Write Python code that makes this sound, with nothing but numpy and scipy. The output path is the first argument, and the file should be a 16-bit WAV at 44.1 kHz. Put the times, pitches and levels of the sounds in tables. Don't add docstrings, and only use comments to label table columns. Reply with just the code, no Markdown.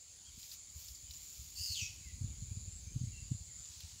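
import sys
import numpy as np
from scipy import signal
from scipy.fft import rfft, irfft
from scipy.io import wavfile
from scipy.ndimage import uniform_filter1d

SR = 44100
rng = np.random.default_rng(int(sys.argv[2]) if len(sys.argv) > 2 else 0)


def wrap_up_sound(samples):
    columns = np.atleast_2d(samples).T
    tamed = np.clip(columns, -1, 1)
    steps = np.round(tamed * 32767).astype(np.int16)
    wavfile.write(sys.argv[1], SR, steps)


N = 176400
TIME = np.arange(N) / SR

# time in seconds, pitch in Hz, level in dB, rasp from 0 (tone) to 1 (noise).
SCREECH_PATH = [(1.556, 4480, -53, .5), (1.584, 4620, -43, .45), (1.668, 4830, -42, .55),
                (1.688, 4450, -46, .8), (1.735, 4490, -40, .5), (1.75, 3850, -45, .9),
                (1.77, 3250, -44.5, .9), (1.8, 2720, -44, .8), (1.83, 2570, -46, .65),
                (1.862, 2570, -51, .55), (1.895, 2500, -68, .5)]
# multiple of the pitch, width in Hz, relative level in dB.
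HARMONICS = [(1, 280, -1.5), (2, 1500, -15), (3, 3000, -18)]
# frequency in Hz, width in Hz, dB at high pitch, dB at low pitch.
THROAT_RINGS = [(2850, 280, -19, -10), (4000, 1300, -26, -8), (4860, 300, -8, -9), (5450, 900, -6, -9),
                (6600, 1300, -5, -1.5), (14200, 2000, -21, -20)]
# frequency in Hz, seconds it takes to fade by 60 dB.
ECHO_FADE = [(2700, 0.49), (5500, 0.52), (15000, 0.35)]
# time in seconds, pitch in Hz, level in dB.
BUZZ_PATH = [(0, 6950, -65), (1.15, 7080, -57), (1.9, 6880, -60.5), (2.66, 7060, -54.5),
             (2.78, 7540, -56.5), (2.86, 6300, -62), (3.16, 7050, -58), (3.66, 7110, -53),
             (3.88, 7140, -73)]
# pitch in Hz, width in Hz, level in dB.
CHORUS_BANDS = [(6994, 510, -62), (7530, 300, -64.5), (6560, 700, -64), (9520, 830, -73.5),
                (4780, 820, -70.5)]
# start and length in seconds, first, middle and last pitch in Hz, level in dB.
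BIRD_WHISTLES = [(0.243, 0.062, 2780, 3320, 2900, -63), (1.058, 0.062, 3200, 3035, 3000, -65.5),
                 (2.036, 0.082, 2280, 2043, 1977, -64), (3.117, .1, 2860, 2735, 2790, -60.5)]
# time in seconds, level in dB.
BUMPS = [(.765, -44), (0.913, -47.5), (1.103, -46), (1.398, -45), (1.61, -41), (1.709, -40.5),
         (1.826, -38.5), (2.073, -44), (2.143, -43), (2.217, -32), (2.247, -32), (2.309, -41), (2.425, -36),
         (2.518, -36.5), (2.573, -35.5), (2.682, -40), (2.875, -38.5), (2.964, -28.5), (3.015, -30.5),
         (3.039, -31), (3.076, -36), (3.318, -27), (3.349, -36.5), (3.413, -42.5), (3.845, -43)]
# time in seconds, level in dB.
RUMBLE_LEVELS = [(0, -67), (1.5, -62.5), (2.5, -47), (2.77, -56.5), (3.02, -45.5), (3.45, -61.5)]
# peak time, rise and fall in seconds, level in dB, treble over bass in dB.
RUSTLE_SWELLS = [(.46, 0.1, 0.092, -55, 2), (.535, 0.037, 0.022, -54.5, 3), (.83, 0.086, 0.13, -54.5, 6),
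                 (1.25, 0.17, 0.67, -56.5, 3.5), (3.79, 0.17, 0.22, -60, -10.5)]
# time in seconds, level in dB, pitch in Hz.
TWIG_TICKS = [(0.43, -47, 4130), (0.5157, -39, 4860), (0.538, -46, 4460), (0.884, -43, 5100),
              (0.952, -45, 4900), (1.1088, -38.5, 4200), (1.136, -45, 5500), (3.805, -40.5, 3770)]
# frequency in Hz, relative level in dB.
RUMBLE_TONE = [(85, 3), (260, -21), (450, -35), (1000, -56)]
RUSTLE_TONE = [(300, -25), (1700, -17.5), (4200, 0.5), (6000, 1.5), (8500, -10.5), (11000, -9), (13500, -5)]
AIR_TONE = [(25, -10), (70, 8), (500, -1.5), (1700, -3.5), (3100, 4), (4400, 10), (5500, 5.5), (10000, 2),
            (12000, -8), (15500, -4.5)]


def screech(pulses_per_s=670, high_hz=4200, low_hz=2960, shrill_below_hz=2770):
    hz, db, rasp = curve(SCREECH_PATH)
    pulses = (rng.random(N) < pulses_per_s / SR) * amp(0.5 * noise())
    drive = unit(pulses) + noise()
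    shaky_hz = hz * (1 + 0.0179 * wander(375) + .05 * rasp ** 4 * wander(840))
    phase = 2 * np.pi * np.cumsum(shaky_hz) / SR
    voice = np.zeros(N)
    for multiple, width, level in HARMONICS:
        clear = np.sqrt(2) * np.sin(round(multiple) * phase)
        rough = resonate(drive, round(multiple) * shaky_hz, width)
        voice += amp(level) * (np.sqrt(1 - rasp) * clear + np.sqrt(rasp) * rough)
    opening = np.clip((shrill_below_hz - hz) / 130, 0, 1)
    voice += opening * resonate(drive, 2.2 * hz, width=340)
    fallen = np.clip((high_hz - hz) / (high_hz - low_hz), 0, 1)
    for ring_hz, width, high_db, low_db in THROAT_RINGS:
        voice += amp(high_db + (low_db - high_db) * fallen) * resonate(drive, ring_hz, width)
    calling = (TIME > SCREECH_PATH[0][0]) & (TIME < SCREECH_PATH[-1][0])
    voice *= amp(db + wander(170)) * calling
    voice = signal.sosfilt(signal.butter(8, 2050, "high", fs=SR, output="sos"), voice)
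    return voice + amp(-5) * tree_echo(voice)


def tree_echo(sound, echoes_per_s=3000):
    echoes = rng.standard_normal(SR) * (rng.random(SR) < echoes_per_s / SR)
    hz, seconds, spectrum = signal.stft(echoes, SR, nperseg=256)
    fade = amp(-60 * seconds / value_at(ECHO_FADE, hz)[:, None])
    tail = signal.istft(spectrum * fade, SR, nperseg=256)[1]
    return signal.fftconvolve(sound, tail / np.linalg.norm(tail))[:N]


def insects(pulses_per_s=156, chirp_start_s=3.0, chirps_per_s=7.5):
    hz, db = curve(BUZZ_PATH)
    cycle = np.cumsum(pulses_per_s * (1 + 0.021 * wander(12))) / SR % 1
    out = amp(db) * resonate(np.exp(-cycle / .42) * noise(), hz, width=440)
    for band_hz, width, level in CHORUS_BANDS:
        out += amp(level + 1.18 * wander(11)) * resonate(noise(), band_hz, width)
    chirps = np.sin(np.pi * chirps_per_s * np.maximum(TIME - chirp_start_s, 0)) ** 2
    return out + amp(-66) * chirps * resonate(noise(), hz=7970, width=230)


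def birds(flock_hz=2350, flock_db=-80.5):
    waver = 1 + .011 * wander(170)
    flock_gain = amp(flock_db + 3.6 * wander(7.9))
    out = flock_gain * resonate(noise(), flock_hz * (1 + 0.086 * wander(9.2)), width=236)
    for start, length, first, middle, last, db in BIRD_WHISTLES:
        on = (TIME > start) & (TIME < start + length)
        progress = (TIME[on] - start) / length
        bend = np.polyfit([0, .5, 1], [first, middle, last], 2)
        hz = np.polyval(bend, progress) * waver[on]
        swell = np.sqrt(np.sin(np.pi * progress))
        out[on] += amp(db) * swell * np.sin(2 * np.pi * np.cumsum(hz) / SR)
    return out + amp(-3) * tree_echo(out)


def handling(rise_cycles=0.36, fall_cycles=0.67, knock_db=-14.5):
    out = amp(curve(RUMBLE_LEVELS)[0] + 4.0 * wander(38)) * colour(noise(), RUMBLE_TONE)
    bumps = [(when, db, 205.9 + 3 * db) for when, db in BUMPS]
    light_bump = (.378, -54, 190)
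    for when, db, hz in bumps + [light_bump]:
        cycles = np.clip((TIME - when) * hz, -20, 20)
        push = 2 / (np.exp(-cycles / rise_cycles) + np.exp(cycles / fall_cycles))
        phase = 2 * np.pi * (cycles + rng.random())
        knock = amp(knock_db) * push ** 2 * np.sin(1.97 * phase)
        out += amp(db) * (push * np.sin(phase) + knock)
    return signal.sosfiltfilt(signal.butter(6, 42, "high", fs=SR, output="sos"), out)


def rustles_and_ticks(grains_per_s=2500, treble_hz=8500, tick_rise_s=.0004, tick_fade_s=0.0045):
    grains = (rng.random(N) < grains_per_s / SR) * rng.choice([-1, 1], N)
    grains = grains * amp(3.5 * np.minimum(rng.exponential(1, N), 4))
    crackle = colour(unit(grains) + noise(), RUSTLE_TONE) * amp(1.26 * wander(90))
    body = signal.sosfiltfilt(signal.butter(2, treble_hz, fs=SR, output="sos"), crackle)
    treble = crackle - body
    out = np.zeros(N)
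    for peak, rise, fall, db, tilt_db in RUSTLE_SWELLS:
        swell = np.exp(-((TIME - peak) / np.where(TIME < peak, rise, fall)) ** 2)
        out += swell * amp(db) * (amp(-tilt_db / 2) * body + amp(tilt_db / 2) * treble)
    for when, db, hz in TWIG_TICKS:
        snap = np.clip((TIME - when) / tick_rise_s, 0, 1) * np.exp(-abs(TIME - when) / tick_fade_s)
        out += .5 * amp(db) * snap * (resonate(noise(), hz, width=880) + .5 * crackle)
    return out


def air(level_db=-62.5, patchy_db=2.0):
    spectrum = signal.stft(noise(), nperseg=1024, noverlap=768)[2]
    patches = uniform_filter1d(rng.standard_normal(spectrum.shape), size=8, axis=0)
    patches = unit(uniform_filter1d(patches, size=14, axis=1))
    wash = signal.istft(spectrum * amp(patchy_db * patches), nperseg=1024, noverlap=768)[1][:N]
    return amp(level_db) * colour(wash, AIR_TONE)


def noise():
    return rng.standard_normal(N)


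def amp(db):
    return 10 ** (np.asarray(db) / 20)


def unit(x):
    return x / np.sqrt(np.mean(x ** 2) + 1e-20)


def curve(rows):
    seconds, *columns = np.transpose(rows)
    return [np.interp(TIME, seconds, column) for column in columns]


def value_at(points, hz):
    row_hz, value = np.transpose(points)
    return np.interp(np.log(hz + 1), np.log(row_hz), value)


def colour(x, tone):
    gain = amp(value_at(tone, np.fft.rfftfreq(N, 1 / SR)))
    return unit(irfft(rfft(x) * gain, N))


def wander(per_s):
    damping = 1 + (np.fft.rfftfreq(N, 1 / SR) / per_s) ** 4
    return unit(irfft(rfft(noise()) / damping, N))


def resonate(x, hz, width):
    turn = np.exp(2j * np.pi * np.cumsum(hz * np.ones(N)) / SR)
    hold = np.exp(-2 * np.pi * width / SR)
    shifted = x / turn + 1e-18
    for _ in range(4):
        shifted = signal.lfilter([1 - hold], [1, -hold], shifted)
    return unit((shifted * turn).real)


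def scene():
    return (screech() + insects() + birds() + air() + rustles_and_ticks() + handling())[None]


def record(dry, start_db=-2, ease_s=0.26, top_hz=15730):
    eased = dry * amp(start_db * np.maximum(1 - TIME / ease_s, 0))
    treble_cut = signal.firwin(801, top_hz, window=("kaiser", 9), fs=SR)
    return signal.oaconvolve(eased, treble_cut[None], "same")


dry = scene()
out = record(dry)
wrap_up_sound(out)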